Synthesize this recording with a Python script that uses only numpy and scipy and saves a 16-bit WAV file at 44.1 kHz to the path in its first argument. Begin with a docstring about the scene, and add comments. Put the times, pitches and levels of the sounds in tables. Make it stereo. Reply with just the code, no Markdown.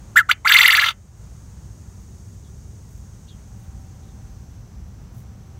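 """Outdoors in a yard, close to a wire cage: a male quail crows once, two short notes, then a harsh trill.
Its voice is a swept whistle that breaks into noisy rasp at the top of every sweep, shaped by throat and beak.
Ground and cage walls answer with delayed copies, ringing and a short tail; the recorder's gain ducks.
Behind it, filtered noise makes a low rumble, a distant rush, a thin high hiss and light rustles of straw.
Far chirps are short falling tones; a faint far tone and a soft drone come and go."""
import sys
import numpy as np
from scipy import signal
from scipy.fft import rfft, irfft, next_fast_len
from scipy.io import wavfile
from scipy.ndimage import uniform_filter1d, minimum_filter1d, map_coordinates

SR = 44100
rng = np.random.default_rng(int(sys.argv[2]) if len(sys.argv) > 2 else 0)


def wav_out(sig):
    """Save sig, one row per channel (or a flat mono array), as 16-bit PCM at SR to the path in sys.argv[1]."""
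    wavfile.write(sys.argv[1], SR, np.round(np.clip(np.atleast_2d(sig).T, -1, 1) * 32767).astype(np.int16))


N = 246519
TOP_HZ = 15830  # upper limit of the recorder and of the whistle's overtones


def amp(db):
    """Decibels to gain."""
    return 10 ** (np.asarray(db) / 20)


def unit(x):
    """Scale to rms 1."""
    return x / np.sqrt(np.mean(x ** 2) + 1e-20)


def along(points, hz):
    """Read (Hz, value) points on a log frequency axis."""
    f, v = np.transpose(points)
    return np.interp(np.log(hz + 1), np.log(f + 1), v)


def clock():
    """The time of every sample, in seconds."""
    return np.arange(N) / SR


def curves(rows):
    """One value per sample for each column after the time."""
    s, *columns = np.transpose(rows)
    return [np.interp(clock(), s, column) for column in columns]


def wobble(rate):
    """A smooth random curve with rate knots a second."""
    knots = rng.standard_normal(int(N * rate / SR) + 4)
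    return map_coordinates(knots, [np.arange(N) * rate / SR])


def filtered(x, response):
    """Multiply the spectrum of x by a complex response of frequency."""
    m = next_fast_len(N + SR // 2)
    return irfft(rfft(x, m) * response(np.fft.rfftfreq(m, 1 / SR)), m)[..., :N]


def resonate(x, modes):
    """Pass x through parallel (Hz, width Hz, dB) resonances."""
    def response(f):
        return sum(amp(db) * 1j * f * width / (center ** 2 - f * f + 1j * f * width)
                   for center, width, db in modes)
    return filtered(x, response)


def noise(spectrum):
    """Coloured noise of rms 1."""
    return unit(filtered(rng.standard_normal(N), lambda hz: amp(along(spectrum, hz))))


def turns(hz):
    """The running phase of a moving pitch, in radians."""
    return 2 * np.pi * np.cumsum(hz) / SR


def tone(hz):
    """A sine of rms 1 that follows a moving pitch."""
    return np.sqrt(2) * np.sin(turns(hz))


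def swell(start, length):
    """A smooth rise and fall."""
    return np.sin(np.pi * np.clip((clock() - start) / length, 0, 1))


# spectrum of the ground rumble: [f/Hz, relative level/dB per Hz]
RUMBLE_SPECTRUM = [(15, -40.5), (23, -14.5), (31, -17.5), (42, -6), (55, 2.5), (80, -0.5), (110, -0.5),
                   (145, -8), (200, -10), (280, -24), (450, -30), (600, -54.5)]


def low_rumble(start_db=-40.5, rise_db_per_s=0.4151, sway_db=.6):
    """Low noise that slowly grows and sways a little."""
    level_db = start_db + rise_db_per_s * clock() + sway_db * wobble(11)
    return amp(level_db) * noise(RUMBLE_SPECTRUM)


# spectrum of the distant rush: [f/Hz, relative level/dB per Hz]
RUSH_SPECTRUM = [(150, -25), (300, 0.5), (420, -4.5), (600, -5), (900, -7), (1500, -11.5), (2300, -17),
                 (4500, -23), (6000, -43)]


def distant_rush(level_db):
    """Broad low noise at a slowly moving level, with slight unsteadiness."""
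    return amp(level_db + 0.55 * wobble(8.3)) * noise(RUSH_SPECTRUM)


# the faint far tone: [start t/s, length/s, peak level/dB]
FAR_TONE = [(3.298, 1.47, -64.5), (5.05, 0.66, -65)]


def far_tone(hz=775):
    """A faint, slightly unsteady sine that comes and goes."""
    level = sum(amp(db) * swell(s, length) for s, length, db in FAR_TONE)
    return level * tone(hz * (1 + .004 * wobble(21)))


def soft_drone(peak_db=-63):
    """A narrow low band of noise that swells once and fades."""
    band = noise([(200, -60), (310, -10), (400, 3), (480, -27), (800, -80)])
    return amp(peak_db) * swell(1.603, 1.5) * band


# spectrum of the thin hiss before its pitch drifts: [f/Hz, relative level/dB]
HISS_SPECTRUM = [(2240, -42), (3800, -15.5), (4210, -18.5), (4570, -10.5), (4880, -12), (6010, -4),
                 (6540, 0), (7280, -7), (8400, -8), (10300, -19), (11800, -20), (15200, -20),
                 (15800, -19.5)]
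# drift of the hiss's peak; only the ratio to the highest value counts: [t/s, f/Hz]
HISS_DRIFT = [(0, 6450), (2.3, 6477), (3.9, 6346), (4.8, 5945), (5.6, 6078)]


def thin_hiss():
    """High noise read at a varying speed, which moves its spectral peak."""
    hz, = curves(HISS_DRIFT)
    place = np.cumsum(hz / hz.max())
    return unit(map_coordinates(noise(HISS_SPECTRUM), [place], order=5, mode="wrap"))


# open-air levels: [t/s, distant rush level/dB, thin hiss level/dB]
AIR_LEVELS = [(0, -55, -58), (2.3, -59, -58), (3.2, -58.5, -58.5), (3.7, -56.5, -59.5), (4.3, -57, -60),
              (4.8, -58.5, -62.5), (5.4, -57, -63)]


def outdoors():
    """The steady bed of the place: rumble, rush, far tone, drone and hiss summed."""
    rush_db, hiss_db = curves(AIR_LEVELS)
    low = low_rumble() + distant_rush(rush_db)
    return low + far_tone() + soft_drone() + amp(hiss_db) * thin_hiss()


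# decay of the yard: [f/Hz, time to fall 60 dB/s]
YARD_DECAY = [(400, .1), (1800, 0.19), (4000, 0.067), (12000, 0.075)]


def yard(x):
    """A short diffuse tail of decaying noise; each frequency dies at its own speed."""
    hz, t, z = signal.stft(rng.standard_normal(SR // 2), SR, nperseg=256)
    decay = amp(-60 * t / along(YARD_DECAY, hz)[:, None])
    tail = signal.istft(z * decay, SR, nperseg=256)[1]
    return signal.fftconvolve(x, tail / np.linalg.norm(tail))[:N]


# far birds: [start t/s, length/s, start f/Hz, end f/Hz, relative peak level/dB]
FAR_CHIRPS = [(2.16, 0.057, 5200, 5000, -69), (2.41, .1, 3900, 3420, -68), (3.268, 0.019, 3200, 3065, -59),
              (3.279, 0.026, 4120, 3660, -50.5), (3.297, 0.036, 3230, 3094, -54.5),
              (4.011, 0.0532, 4100, 3700, -68), (4.06, .07, 3900, 3500, -68)]


def far_birds(waver=0.082, direct=0.51, wet=0.99):
    """Small falling, wavering tones, blurred by distance through the yard's tail."""
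    song = np.zeros(N)
    for s, length, start_hz, end_hz, db in FAR_CHIRPS:
        hz = np.interp(clock(), [s, s + length], [start_hz, end_hz])
        song += amp(db) * swell(s, length) * tone(hz * (1 + waver * wobble(1100)))
    return direct * song + wet * yard(song)


# straw underfoot: [start t/s, length/s, peak level/dB]
STRAW_STROKES = [(1.996, 0.033, -63), (2.867, .15, -62), (3.555, .15, -64), (3.737, 0.15, -70),
                 (4.878, 0.011, -57.5), (5.116, .14, -59)]
# spectrum of the straw: [f/Hz, relative level/dB per Hz]
STRAW_SPECTRUM = [(5000, -12), (9000, -4), (12500, -2.5), (15800, -1)]


def straw(grain_db=3):
    """Brief rustles of bright noise, made grainy by a fast random level."""
    strokes = sum(amp(db) * swell(s, length) for s, length, db in STRAW_STROKES)
    grains = noise(STRAW_SPECTRUM) * amp(grain_db * wobble(250))
    return strokes * unit(grains)


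def opening_note(pitch_curve=.85, gain_curve=1.2, fizz_curve=2, fizz_db=3.0):
    """Pitch, gain, roughness and fizz of one push of effort, which lifts pitch and loudness together."""
    start_s, rise_s, fall_s = .1565, .0205, .041
    low_hz, peak_hz, peak_db, roughness = 1170.6, 1989, 2.5, 0.11
    peak_s = start_s + rise_s
    effort = np.interp(clock(), [start_s, peak_s, peak_s + fall_s], [0, 1, 0])
    hz = low_hz + (peak_hz - low_hz) * effort ** pitch_curve
    gain = amp(peak_db) * effort ** gain_curve
    fizz = amp(fizz_db) * effort ** fizz_curve
    return np.array([hz, gain, np.full(N, roughness), fizz]) * (effort > 0)


# one sweep from flick to flick: [share of the cycle, height 0-1 from dip to crest,
# relative level/dB, roughness 0-1, relative fizz level/dB]
SWEEP_SHAPE = [(0, .54, 0, 0.24, -2), (.06, .97, -2.5, .5, -4.5), (.21, 1, -10.5, .72, -8.5),
               (.44, .5, -1.5, .52, 5), (.6, 0, -3.5, 0.2, -4.5), (.8, .05, -4.5, .15, 0.5),
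               (.93, .17, 0.5, .05, -1)]


def sweeps(phrase, flick_s, sweep_s=.0459, crest_hz=4570, fizz_growth=1.7):
    """Pitch, gain, roughness and fizz of steady sweeps: a clean dip, a flick to a rough crest, a fall."""
    attack_s, release_s = .007, .028
    dip_hz, db, hoarse = curves(phrase)
    share, *shape = np.transpose(SWEEP_SHAPE)
    t = clock()
    # wait in the dip until the first flick is due
    dip_share = share[np.argmin(shape[0])]
    cycle = np.maximum((t - flick_s) / sweep_s, dip_share - 1)
    height, sweep_db, rough, fizz_db = (np.interp(cycle, share, column, period=1) for column in shape)
    fade_in = np.clip((t - phrase[0][0]) / attack_s, 0, 1)
    fade_out = np.clip((phrase[-1][0] - t) / release_s, 0, 1)
    gate = fade_in * fade_out
    hz = dip_hz * (crest_hz / dip_hz) ** height
    # the fizz far above the whistle grows faster than it with effort
    fizz = gate * amp(fizz_growth * db + fizz_db)
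    return np.array([hz, gate * amp(db + sweep_db), rough + hoarse, fizz]) * (gate > 0)


# overtones of the whistle: [f/Hz, level/dB re the whistle]
OVERTONE_LEVELS = [(2150, -2), (2600, -22.5), (3800, -23.5), (5200, -40.5), (6200, -32), (7500, -17.5),
                   (9000, -37.5), (11000, -26.5), (13500, -25), (16000, -29.5)]


def syrinx(hz, rough, jitter=.1, flutter=1.0):
    """A whistle with weak overtones; roughness shakes its pitch and strength."""
    phase = turns(hz * (1 + jitter * np.sqrt(rough) * wobble(1300)))
    wave = np.sin(phase)
    for k in range(2, 10):
        level = amp(along(OVERTONE_LEVELS, k * hz)) * (k * hz < TOP_HZ)
        wave = wave + level * np.sin(k * phase)
    strength = 1 + flutter * np.sqrt(rough) * np.tanh(wobble(800))
    return np.sqrt(2) * wave * strength


# shrill resonances of the beak: [f/Hz, width/Hz, relative level/dB]
BEAK_RESONANCES = [(5920, 560, -2.5), (7550, 660, -0.5), (8640, 1700, -8), (11230, 3800, 1),
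                   (12530, 600, 0.5), (14003, 800, -0.5), (14880, 900, -0.5)]


def beak_fizz(depth_db=10.0):
    """Each shrill resonance flares up and fades on its own, a few milliseconds at a time."""
    fizz = np.zeros(N)
    for hz, width, db in BEAK_RESONANCES:
        phase = 2 * np.pi * hz * clock()
        band = wobble(width) * np.cos(phase) + wobble(width) * np.sin(phase)
        flare = amp(depth_db * np.clip(wobble(200), -2, 2))
        fizz += amp(db) * unit(band * flare)
    return unit(fizz)


# the second note, a single sweep: [t/s, dip f/Hz, relative level/dB, added hoarseness 0-1]
SECOND_NOTE = [(.287, 1043, -13, 0.3), (.299, 1459, -2.5, 0.07), (.31, 1444, -9, 0.08),
               (.315, 1552, 0.5, .05), (.34, 1494, -14, 0.01)]
# the trill swells, sags and ends hoarse: [t/s, dip f/Hz, relative level/dB, added hoarseness 0-1]
TRILL_PHRASE = [(.447, 1031, -6.5, 0), (.455, 1091, -8.5, 0), (.461, 1381, -6.5, 0), (.51, 1570, -0.5, .1),
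                (.555, 1902, 1, 0.1), (.65, 1781, 0, 0.04), (.79, 1658, -3, 0.08), (.842, 1645, -6, .3),
                (.868, 2906, -6.5, 0.48), (.892, 2900, -8, 0.52), (.936, 2894, -27, .6)]
# spectrum of the turbulent rasp: [f/Hz, relative level/dB per Hz]
RASP_SPECTRUM = [(300, -38.5), (620, -20), (800, -19.5), (1050, -4.5), (1300, -3.5), (2100, -5), (3700, 0),
                 (4700, -11), (5300, -17.5), (6000, -10.5), (6900, -16), (9000, -23.5), (15800, -24)]
# resonances of the throat: [f/Hz, width/Hz, level/dB]
THROAT_RESONANCES = [(618, 380, 1), (1312.5, 120, 2), (1680, 39, -6.5), (2060, 119.7, -0.5),
                     (2760, 200, -8), (3480, 170, -9.5), (4565, 127, -6)]


def quail(rasp_db=-1.0, fizz_db=-13.0, open_share=0.35, lowest_hz=480):
    """Three phrases; with roughness the whistle yields to turbulence, and all pass through the throat."""
    # the phrases do not overlap, so their controls add; flick_s is the first upward flick
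    second, trill = sweeps(SECOND_NOTE, flick_s=.3146), sweeps(TRILL_PHRASE, flick_s=.4765)
    hz, gain, rough, shrill = opening_note() + second + trill
    rough = np.clip(rough, .01, .98)
    whistle = np.sqrt(1 - rough) * syrinx(hz, rough)
    turbulence = amp(rasp_db) * rough ** 0.96 * noise(RASP_SPECTRUM)
    fizz = amp(fizz_db) * shrill * rough ** 0.21 * beak_fizz()
    voice = gain * (whistle + turbulence) + fizz
    # the voice falls away steeply below about 500 Hz
    voice = filtered(voice, lambda f: (1j * f / (lowest_hz + 1j * f)) ** 3)
    return open_share * voice + resonate(voice, THROAT_RESONANCES)


# near reflections off ground and cage walls: [delay/s, strength re direct sound]
NEAR_REFLECTIONS = [(.00222, .12), (.00345, .2), (.00664, .12), (0.0119, 0.054)]
# ringing of the wire cage: [f/Hz, width/Hz, relative level/dB]
CAGE_MODES = [(1786.5, 6, 1.5), (3063, 8, 6)]


def cage(x, ring_db=-24):
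    """Close reflections comb the call, and the cage rings faintly after it."""
    def comb(hz):
        return 1 + sum(g * np.exp(-2j * np.pi * hz * delay) for delay, g in NEAR_REFLECTIONS)
    return filtered(x, comb) + amp(ring_db) * resonate(x, CAGE_MODES)


def spread(x, width):
    """Scattered treble reaches the two microphone ports differently; the rest stays central."""
    t = np.arange(SR // 20) / SR
    scatter = rng.standard_normal(len(t)) * amp(-60 * t / .07)
    scattered = signal.fftconvolve(x, scatter / np.linalg.norm(scatter))[:N]
    side = filtered(scattered, lambda hz: amp(along(width, hz)))
    return x + np.outer([1, -1], side)


# stereo width of the crow at the microphone: [f/Hz, side level/dB re centre]
CROW_WIDTH = [(3900, -71.5), (4400, -20), (5400, -6), (6100, -13), (7700, -10), (9500, -1), (12000, -12),
              (15800, -6.5)]
# stereo width of everything behind it: [f/Hz, side level/dB re centre]
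BACKGROUND_WIDTH = [(3900, -67), (4500, -13), (6500, -28), (9000, -14.5), (11000, -5.5), (15800, -4.5)]


def scene(call_db=1, yard_db=-26):
    """The quail close in front, the yard around it."""
    background = outdoors() + far_birds() + straw()
    crow = amp(call_db) * quail()
    near = cage(crow) + amp(yard_db) * yard(crow)
    return spread(background, BACKGROUND_WIDTH) + spread(near, CROW_WIDTH)


def record(dry, ceiling=0.81, hold_s=0.46, release_db_per_s=45):
    """Gain control ducks on the crow, holds and recovers; peaks are rounded off and the top is cut."""
    t = clock()
    # the left channel steers both
    strength = np.sqrt(2 * np.abs(uniform_filter1d(dry[0] ** 2, size=256)))
    needed_db = np.minimum(0, 20 * np.log10(ceiling / (strength + 1e-9)))
    half = int(hold_s * SR / 2)
    held_db = minimum_filter1d(needed_db, 2 * half + 1, origin=half, mode="nearest")
    # the gain may fall at once but rises only at the release rate
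    release_db = release_db_per_s * t
    gain_db = np.minimum.accumulate(held_db - release_db) + release_db
    ducked = dry * amp(uniform_filter1d(gain_db, size=128))
    rounded = ducked / (1 + np.abs(ducked / .97) ** 6) ** (1 / 6)
    return filtered(rounded, lambda hz: np.clip((TOP_HZ - hz) / 150 + .5, 0, 1))


dry = scene()
out = record(dry)
wav_out(out)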